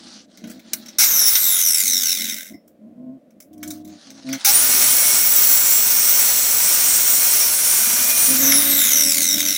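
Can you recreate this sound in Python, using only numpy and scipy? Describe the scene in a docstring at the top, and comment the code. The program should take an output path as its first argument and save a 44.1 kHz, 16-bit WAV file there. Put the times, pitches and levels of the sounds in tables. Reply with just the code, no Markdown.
"""Disc grinder in a block-walled room

A hand-held grinder close to one microphone: a trigger blip, a short burst that winds down, then a long cut.
Gears whine under power and chatter as they coast; noise through resonances makes grit and ringing disc.
The tool knocks and scrapes as it is handled, and a low drone of tone and blurred noise wavers underneath."""
import sys
import numpy as np
from scipy import signal
from scipy.fft import rfft, irfft, next_fast_len
from scipy.io import wavfile
from scipy.ndimage import uniform_filter1d, map_coordinates

SR = 44100
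rng = np.random.default_rng(int(sys.argv[2]) if len(sys.argv) > 2 else 0)


def dump_mix(stems):
    """Bounce the given channels to the path in sys.argv[1] as a 16-bit WAV at rate SR."""
    frames = np.atleast_2d(stems).T  # one column per channel
    limited = np.clip(frames, -1, 1)  # hard clip at full scale
    pcm = np.round(limited * 32767).astype(np.int16)
    wavfile.write(sys.argv[1], SR, pcm)


N = 422037
T = np.arange(N) / SR
TOP_HZ = 16000  # upper band limit
CUT_START, CUT_END = 4.449, 8.37  # disc in the wall, s
TEETH = 36  # on the gear wheel

# motor runs: on t/s, off t/s, standstill t/s, friction braking/Hz per s,
# tooth rate at which air drag equals friction f/Hz, gearbox level/dB, chatter level/dB, fan level/dB
RUNS = [(.985, 1.02, 2.575, 2822, 4043, -38, -13, -33.5),
        (4.447, 8.37, 10.194, 1921, 2953, -31, -13, -28.5)]
# resonances of the tool housing: f/Hz, width/Hz, level/dB
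HOUSING = [(1550, 44, -7.5), (2080, 154, -3), (3780, 240, 1), (5520, 245, 6.5), (6115, 410, 5),
           (7640, 970, -3.5), (9500, 1400, -3.5), (10640, 510, 2.5), (11980, 700, 1), (13450, 680, 0.5),
           (15100, 1400, -2)]
# spectrum of the gearbox rumble: f/Hz, density/dB
GEARBOX = [(30, -37), (300, -10.5), (800, -24.5), (1150, -6.5), (1550, 4), (1800, -5), (2130, 8),
           (2700, -2.5), (3250, 4), (3800, -3), (4500, -5.5), (6000, -18)]
# spectrum of the bright gear rattle: f/Hz, density/dB
CHATTER = [(3000, -50), (4900, -4.5), (5600, 2.5), (6400, 1.5), (7000, -1.5), (7700, 1.5), (8700, -6),
           (11000, -1.5), (13500, -3), (16000, 3)]


def amp(db):
    """Decibels to gain."""
    return 10 ** (np.asarray(db) / 20)


def unit(x):
    """Scale to rms 1."""
    return x / np.sqrt(np.mean(x ** 2) + 1e-20)


def along(points, hz):
    """Read (Hz, value) points on a log frequency axis."""
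    f, v = np.transpose(points)
    return np.interp(np.log(hz + 1), np.log(f + 1), v)


def curves(rows):
    """One value per sample for each column after the time."""
    s, *cols = np.transpose(rows)
    return [np.interp(T, s, c) for c in cols]


def since(start):
    """Seconds since a moment, 0 before it."""
    return np.maximum(T - start, 0)


def gate(on, off, rise=0.00082, fall=0.016):
    """Open in a straight rise (s), then die away after off with time constant fall (s)."""
    return np.clip((T - on) / rise, 0, 1) * np.exp(-since(off) / fall)


def arch(start, length):
    """A swell from silence to 1 and back."""
    return np.abs(np.sin(np.pi * np.clip((T - start) / length, 0, 1))) ** 0.6


def glide(start, length, from_hz, to_hz):
    """A straight change of pitch."""
    return np.interp(T, [start, start + length], [from_hz, to_hz])


def near(hz, centre_hz, width_hz):
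    """1 on a resonance, falling towards 0 away from it."""
    return 1 / (1 + ((hz - centre_hz) / width_hz) ** 2)


def wobble(rate):
    """A smooth random curve, rate knots a second."""
    return map_coordinates(rng.standard_normal(int(N * rate / SR) + 4), [T * rate])


def turn(hz):
    """Running phase of a changing frequency."""
    return 2 * np.pi * np.cumsum(hz) / SR


def filtered(x, response):
    """x times a response of frequency, padded so that tails do not wrap round."""
    m = next_fast_len(N + SR // 2)
    return irfft(rfft(x, m) * response(np.fft.rfftfreq(m, 1 / SR)), m)[:N]


def noise(spectrum):
    """Coloured noise of rms 1."""
    return unit(filtered(rng.standard_normal(N), lambda hz: amp(along(spectrum, hz))))


def ring(x, modes):
    """x through a set of resonances with alternating sign."""
    def response(f):
        total = 0
        for k, (centre, width, db) in enumerate(modes):
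            damping = 1j * f * width
            total = total + (-1) ** k * amp(db) * damping / (centre * centre - f * f + damping)
        return total
    return filtered(x, response)


def rung_noise(modes):
    """White noise through a set of resonances."""
    return ring(rng.standard_normal(N), modes)


def patchy(x, depth_db):
    """Colour that shifts at random from moment to moment, at rms 1."""
    z = signal.stft(x, nperseg=512)[2]
    field = uniform_filter1d(rng.standard_normal(z.shape), size=9, axis=0)
    field = uniform_filter1d(field, size=10, axis=1)
    return unit(signal.istft(z * amp(depth_db * unit(field)), nperseg=512)[1][:N])


def air():
    """Steady coloured noise is the quiet floor of the room."""
    # floor spectrum: f/Hz, density/dB
    floor = [(25, -23), (90, -13), (200, -22), (600, 7), (900, -18.5), (2000, -21.5), (5000, -31.5),
             (10000, -33.5), (16000, -34.5)]
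    return amp(-59.5) * noise(floor)


def drone():
    """A low tone swells again and again out of a blur; a fast flutter gives it faint side tones."""
    # swells: start t/s, length/s, start f/Hz, end f/Hz, level/dB, pure-tone share of power/0-1,
    # overtone level re fundamental/dB
    swells = [(-.08, .3, 236.4, 236, -49, 0.3, -25), (0.383, 0.21, 217.7, 251, -38.5, 0.48, -15),
              (.58, .4, 235, 216, -49.5, .2, -25), (1.826, 0.24, 232, 253.7, -43.5, 0.74, -25),
              (2.127, 0.27, 231, 216, -43, 0.6, -25), (2.5, 0.092, 225, 210, -43.5, 0.05, -25),
              (2.787, 0.17, 208.5, 244.4, -42.5, 0.73, -25), (2.948, 0.24, 245, 277, -36.5, 0.97, -23),
              (3.499, 0.49, 309.4, 299, -36.5, 0.86, -23), (4.05, .21, 273, 268, -46.5, 0.85, -17.5),
              (4.243, 0.14, 266, 265, -26.5, .98, -21), (4.46, 0.52, 277.4, 252, -44.5, 0.93, -20),
              (7.725, 0.53, 215, 265, -43, 0.9, -17), (8.267, 0.13, 262, 266.6, -28, .95, -11),
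              (8.378, 0.24, 269.4, 276.3, -23.5, .95, -12), (8.564, .28, 274.5, 282, -31, 0.9, -9.5),
              (8.844, .45, 282.7, 287, -37, 0.41, -2.5), (9.209, 0.36, 290, 293.4, -34.5, 0.73, -9.5)]
    blur = noise([(100, -46.0), (160, -16.5), (210, -0.5), (270, -4.0), (330, -7), (400, -23.5), (600, -65.5)])
    waver_hz = 3 * wobble(40) + 2.5 * wobble(9)
    hum = amp(-53.5) * blur  # the bed that stays between swells
    for s, length, from_hz, to_hz, db, pure, overtone_db in swells:
        phase = turn(glide(s, length, from_hz, to_hz) + waver_hz)
        pure = np.clip(pure, 0, 1)
        tone = np.sqrt(2) * (np.sin(phase) + amp(overtone_db) * np.sin(2 * phase))
        hum = hum + amp(db) * arch(s, length) * (np.sqrt(pure) * tone + np.sqrt(1 - pure) * blur)
    flutter = turn(np.full(N, 400.0))  # Hz
    sides = 1 + 0.3 * (np.cos(flutter) + 0.11 * np.cos(2 * flutter) + 0.0297 * np.cos(3 * flutter))
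    return hum * sides * amp(1.8 * wobble(22))


def ticks(count):
    """Faint random knocks of loose parts as the tool is turned over: (s, level dB, brightness dB)."""
    return [(3.4 + 0.55 * u, -49.5 + 6 * v, 1.5) for u, v in rng.random((count, 2))]


def knocks():
    """The housing clatters in the hand: quick two-stage decays excite dull and bright parts of its shell."""
    # knocks: t/s, level before the dull and bright trims/dB, brightness/dB
    blows = [(0.3727, -28.5, -17), (0.439, -24.5, -26), (0.4721, -33, -7), (0.4973, -27, -9),
             (0.513, -30, -12), (0.593, -27, -20), (0.8589, -29, -12), (0.8835, -22.5, -17),
             (2.677, -54, 6), (3.3046, -51.5, -5), (3.402, -36.5, 1), (3.53, -48.5, 2.5), (3.577, -51, 2),
             (3.629, -22, -5), (3.675, -43, 13), (3.704, -18.5, -5), (3.7728, -48, 1), (3.8746, -43, -2),
             (4.103, -26.5, -16), (4.2887, -21.5, -14), (4.3276, -9.5, -13), (1.353, -2.5, -22),
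             (8.52, -4.5, -7)]
    dull, bright = np.zeros(N), np.zeros(N)
    t = np.arange(SR // 5) / SR
    decay = amp(-60 * t / 0.048) + 0.21 * amp(-60 * t / 0.14)  # t60 in s
    shape = decay * (1 - np.exp(-t / 0.0015))
    for s, db, bright_db in blows + ticks(count=4):
        blow = amp(db) * shape
        dull[round(s * SR):][:len(t)] += blow
        bright[round(s * SR):][:len(t)] += blow * amp(bright_db)
    # the low and high parts of the shell vary from contact to contact
    shell = unit(rung_noise(HOUSING[:5]))
    colour = amp(5.3 * wobble(8.8)) * shell + amp(2.3 * wobble(15)) * noise(GEARBOX)
    low = amp(-11) * dull * patchy(colour, depth_db=4.0)
    high = amp(1.0) * bright * patchy(noise(CHATTER), depth_db=2.5)
    return (low + high) * amp(1.6 * wobble(220))


def slides():
    """The base plate slides over the blocks: uneven swells of coloured noise."""
    # slides: start t/s, length/s, level/dB
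    strokes = [(-.12, .38, -45), (0.274, 0.4, -53), (0.623, 0.4, -49.5), (3.6, 0.23, -53.5),
               (3.838, 0.58, -49.5), (4.248, 0.36, -38.5)]
    # spectrum of the scraped plate: f/Hz, density/dB
    plate = [(470, -37.5), (800, 2), (930, -8.5), (1550, -0.5), (2530, -7.5), (4240, 2.5), (6000, -1),
             (8230, -13.5), (9450, -12.5), (15400, -56)]
    level = sum(amp(db) * arch(s, length) for s, length, db in strokes)
    return level * amp(1.8 * wobble(60) + 1.5 * wobble(500)) * patchy(noise(plate), depth_db=2.5)


def last_ring():
    """The disc rings on as it stops after the short burst: wavering, decaying tones."""
    # ringing tones: f/Hz, level/dB, t60/s
    tones = [(2070, -42, 0.13), (5130, -53, 0.18), (5420, -50.5, 0.22)]
    after = since(2.535)
    ringing = sum(amp(db - 60 * after / t60) * np.sin(turn(hz + 70 * wobble(400))) for hz, db, t60 in tones)
    return (1 - np.exp(-after / 0.0034)) * ringing


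def jolts():
    """At each pull of the trigger the inrush current slams the gears, sparks the brushes and rings the housing."""
    # trigger pulls: on t/s, end of inrush t/s, level/dB, housing hum re that level/dB
    pulls = [(0.733, 0.732, -8, -40), (0.985, 1.041, -9.5, -28), (4.447, 4.495, -9.5, -14)]
    # spectrum of the crack: f/Hz, density/dB
    jolt = [(24, -55), (40, -33), (646, -19), (790, -24.5), (942, -25.5), (1550, -5), (1850, -16),
            (2150, -2.5), (3220, -15), (3830, -1.5), (4680, -7), (5580, 6), (6330, 2), (7000, -6),
            (16000, -1.5)]
    hum_hz, hum_rise_s = 795, 0.02
    crack, hum = 0, 0
    for on, off, db, hum_db in pulls:
        crack = crack + amp(db) * gate(on, off, rise=0.0012, fall=0.007 + 0.25 * (off - on))
        hum = hum + amp(db + hum_db) * gate(on + hum_rise_s / 2, off, rise=hum_rise_s)
    mains = amp(0.39 * np.sin(2 * np.pi * 120 * T) + 0.67 * wobble(600))  # 120 Hz pulsing
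    return crack * mains * noise(jolt) + hum * np.sin(turn(hum_hz + 12 * wobble(150)))


def tooth_rate():
    """The motor nears the speed its load allows; switched off, air drag and then friction brake it (Hz)."""
    # tooth rate under power, sagging as the disc is pressed into the wall: t/s, f/Hz
    loaded_speed = [(4.69, 10080), (4.8, 9776), (4.98, 8860), (5.38, 7700), (5.7, 7246), (6.01, 8800),
                    (6.12, 8200), (6.38, 7860), (6.6, 8200), (6.81, 9100), (6.92, 8270), (7.07, 8040),
                    (7.22, 9000), (7.3, 8260), (7.42, 8880), (7.57, 8700), (7.71, 9000), (7.88, 8500),
                    (8.1, 8870), (8.35, 9330)]
    hz, powered = np.zeros(N), curves(loaded_speed)[0]
    for on, off, still, friction, drag_hz, *_ in RUNS:
        driven = powered * (1 - np.exp(-since(on) / 0.045))  # spin-up time constant, s
        coasting = drag_hz * np.tan(friction / drag_hz * np.clip(still - T, 0, still - off))
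        hz = np.where(T < on, hz, np.where(T < off, driven, coasting))
    return np.maximum(hz, 1)


def fan():
    """The cooling fan's rush falls steeply with speed as the motor runs down."""
    # spectrum of the rush: f/Hz, density/dB
    rush = [(25, -1), (200, -6.5), (500, -1), (900, -1), (1500, 6.5), (3000, -1), (8000, -14)]
    speed = tooth_rate() / 6000
    coasting = sum(gate(off, still, rise=0.059) * amp(db) for _, off, still, *_, db in RUNS)
    return coasting * np.minimum(speed, 1) ** 1.63 * noise(rush)


def backlash_bursts(mesh_hz):
    """Unloaded teeth bounce across their backlash: level bursts, mostly deeper as the wheel slows."""
    slack = np.interp(mesh_hz, [700, 2000, 2970, 4160], [0.96, 1.05, 0.77, 0.3])
    bounce_hz = np.interp(mesh_hz, [1800, 3000, 6000], [90, 82, 130])
    bounce = turn(bounce_hz * np.exp(0.12 * wobble(70)))
    depth_db = slack * (4.5 * np.sin(bounce) + 1.9 * wobble(130))
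    bursts = amp(depth_db + 0.95 * wobble(900) + 1.43 * wobble(25))
    return bursts / np.sqrt(np.abs(uniform_filter1d(bursts ** 2, size=4000)) + 1e-9)  # even level


def blurred_teeth(mesh_hz):
    """Tooth harmonics with random pitch blur and the wheel's eccentric swing, ringing the housing."""
    # harmonics: multiple, level/dB
    orders = [(1, -5), (2, 1.0), (3, 2.5), (4, 2), (5, -3.5), (6, -11), (7, -8), (8, -2.5)]
    mesh = turn(mesh_hz)
    runout = 0.39 * np.sin(mesh / TEETH)  # phase swing once a turn, radians per order
    blur_hz = np.interp(mesh_hz, [1000, 4000], [230, 340])
    teeth = 0
    for k, db in orders:
        phase = k * mesh + turn(blur_hz * wobble(750)) + k * runout
        teeth = teeth + amp(db + 1.5 * wobble(9)) * (k * mesh_hz < TOP_HZ) * np.sin(phase)
    teeth = ring(teeth, HOUSING)
    return teeth / np.sqrt(np.abs(uniform_filter1d(teeth ** 2, size=9000)) + 1e-6)  # even level


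def coasting_gears():
    """Chatter of bouncing teeth fades early as the wheel slows; the gearbox rumbles on and booms at resonance."""
    mesh_hz = tooth_rate()

    def fade(knee_hz):
        return 1 / np.sqrt(1 + (knee_hz / mesh_hz) ** 3.25)

    tonal = np.interp(mesh_hz, [700, 1500, 2500, 6000], [0.18, 0.45, 0.59, 0.6])  # share of power
    rattle = unit(noise(CHATTER) + 0.57 * unit(rung_noise(HOUSING)))
    chatter = np.sqrt(tonal) * blurred_teeth(mesh_hz) + np.sqrt(1 - tonal) * rattle
    chatter *= fade(1780) * amp(0.77 * wobble(11))
    gearbox = unit(0.8 * noise(GEARBOX) + unit(rung_noise([(2050, 69, -6), (3763, 130, -1)])))
    boom = near(mesh_hz, 3650, 520)  # the tooth rate falls through the gearbox resonance
    gearbox += boom * np.sin(turn(mesh_hz) + turn(90 * wobble(400)))
    gearbox *= fade(737) * amp(5 * boom + 2.0 * wobble(12))
    runs = 0
    for _, off, still, _, _, gearbox_db, chatter_db, _ in RUNS:
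        runs = runs + gate(off, still, rise=0.035) * (amp(gearbox_db) * gearbox + amp(chatter_db) * chatter)
    return backlash_bursts(mesh_hz) * runs


def driven_gears():
    """Powered teeth mesh unsteadily, louder with speed; runout of the wheel sets sidebands one turn apart."""
    mesh_hz = tooth_rate()
    mesh = turn(mesh_hz * (1 + 0.003 * wobble(25)) + 28 * wobble(700))  # slow and fast jitter
    shaft = mesh / TEETH
    # sidebands that swell and fade on their own: shaft turns from the tooth rate, level/dB
    sidebands = [(-2, -11), (-1, -6), (0, 0), (1, -6), (2, -8), (3, -12)]
    tone = unit(sum(amp(db + 2.5 * wobble(9)) * np.sin(mesh + k * shaft) for k, db in sidebands))
    loud_hz = 9180  # tooth rate at which the gear head resonates
    speed_db = 2.6 * (mesh_hz - loud_hz) / 1000  # growth of 2.6 dB per kHz
    level_db = -23.5 + speed_db + 7.5 * near(mesh_hz, loud_hz, 130)
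    whine = amp(level_db + 1.6 * wobble(250) + 2 * wobble(16)) * tone
    # extra whine while the motor accelerates: dB, time constant in s
    torque_db, torque_s = 9.5, 0.08
    return whine * sum(gate(on, off) * amp(torque_db * np.exp(-since(on) / torque_s)) for on, off, *_ in RUNS)


def singing():
    """Single modes of the disc swell and waver in the slot."""
    # songs: start t/s, length/s, start f/Hz, end f/Hz, level/dB
    songs = [(4.45, 1.3, 10850, 10900, -21.5), (7.1, 1.3, 11000, 11380, -21.5),
             (4.88, 0.46, 2200, 2200, -36), (7.7, .95, 2380, 2490, -32)]
    tones = 0
    for s, length, from_hz, to_hz, db in songs:
        hz = glide(s, length, from_hz, to_hz) * (1 + 0.01006 * wobble(500))
        tones = tones + amp(db) * arch(s, length) * np.sin(turn(hz))
    return tones * amp(2.0 * wobble(25)) * gate(CUT_START, CUT_END, rise=0.035)


def cutting():
    """Grit torn from the wall rushes and keeps the steel disc ringing, pulsing with each turn."""
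    # resonances of the disc: f/Hz, width/Hz, level/dB
    disc_modes = [(1230, 20, -16), (1510, 130, -15.5), (2140, 150, -11), (2320, 110, -15),
                  (3200, 82, -17.5), (4240, 60, -4.5), (5580, 230, 1), (6900, 140, -0.5), (7700, 130, 5.5),
                  (8600, 25, 4), (8630, 390, 0), (9400, 40, 0), (9600, 160, -5), (11000, 49, -17),
                  (10750, 110, 4), (13200, 83, -1)]
    # spectra of grit, hiss and top treble: f/Hz, density/dB
    grit_spectrum = [(15, -41), (25, -4.5), (157, -8.5), (256, -5.5), (293, -9.5), (569, -3), (1130, -3),
                     (1480, 1), (1890, -3), (2150, 0), (3350, -0.5), (5000, 1.5), (6500, -3), (11000, -120)]
    hiss_spectrum = [(3500, -35), (5000, -18), (5600, 8), (6500, 3.5), (7300, -3.5), (8500, -13.5),
                     (10000, 0.5), (12000, 0), (14000, 2.5), (16000, -3.5)]
    squeal_spectrum = [(12500, -42), (14000, -9), (14800, 12), (15400, 14), (16000, -16.5)]
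    # top treble before its trim: t/s, level/dB
    squeal_level = [(4.5, -14), (4.59, -19), (5.1, -17), (5.11, -24), (5.26, -12.5), (6.8, -20.5),
                    (7.01, -20), (7.09, -16.5), (7.7, -22.5), (8.36, -21)]
    shaft = turn(tooth_rate() / TEETH)
    bite = amp(0.21 * np.sin(shaft) + 0.6 * wobble(45) + 0.57 * wobble(700) + 0.9 * wobble(7))
    entry_db = 3.5 * np.exp(-since(CUT_START) / 0.57)  # extra grit as the disc breaks the surface
    grit = amp(-27.5 + entry_db + 1.7 * wobble(1500)) * noise(grit_spectrum)
    hiss = amp(-19) * noise(hiss_spectrum)
    # the contact point wanders, so different modes of the disc take the lead
    modes = 0
    for first in range(3):
        lead = amp(2.5 * wobble(2.988) + 1.4 * wobble(14))
        modes = modes + lead * rung_noise(disc_modes[first::3])
    disc = amp(-20.5 + 0.23 * entry_db) * unit(modes)
    squeal = amp(curves(squeal_level)[0] - 1.5 + 1.2 * wobble(20)) * noise(squeal_spectrum)
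    return bite * (grit + hiss + disc + squeal) * gate(CUT_START, CUT_END, rise=0.079, fall=0.034)


def room(x, wet_db):
    """Close block walls answer 3 ms later with a short noise tail whose decay depends on frequency."""
    # reverberation: f/Hz, t60/s
    decay = [(200, 0.29), (2000, 0.17), (6000, 0.075), (15000, 0.23)]
    hz, t, z = signal.stft(rng.standard_normal(SR // 3), SR, nperseg=256)
    tail = signal.istft(z * amp(-60 * t / along(decay, hz)[:, None]), SR, nperseg=256)[1]
    echo = signal.fftconvolve(np.pad(x, (130, 0)), tail / np.linalg.norm(tail))[:N]
    return (x + amp(wet_db) * echo) / np.sqrt(1 + amp(wet_db) ** 2)


def scene():
    """Everything reaches one microphone, alike in both channels."""
    handling = room(knocks() + slides() + last_ring(), wet_db=-9.0)
    start = room(jolts(), wet_db=-12.5)
    rundown = room(coasting_gears() + fan(), wet_db=-8.5)
    cut = room(cutting() + singing() + driven_gears(), wet_db=-6)
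    mono = air() + drone() + handling + start + rundown + cut
    return np.array([mono, mono])


def record(dry):
    """The highest peaks are rounded off; the deepest bass and everything above the band limit are lost."""
    rounded = dry / (1 + np.abs(dry / 0.85) ** 6) ** (1 / 6)

    def band(hz):
        return hz / np.hypot(hz, 38) * np.clip((TOP_HZ - hz) / 200, 0, 1)

    return np.array([filtered(x, band) for x in rounded])


dry = scene()
out = record(dry)
dump_mix(out)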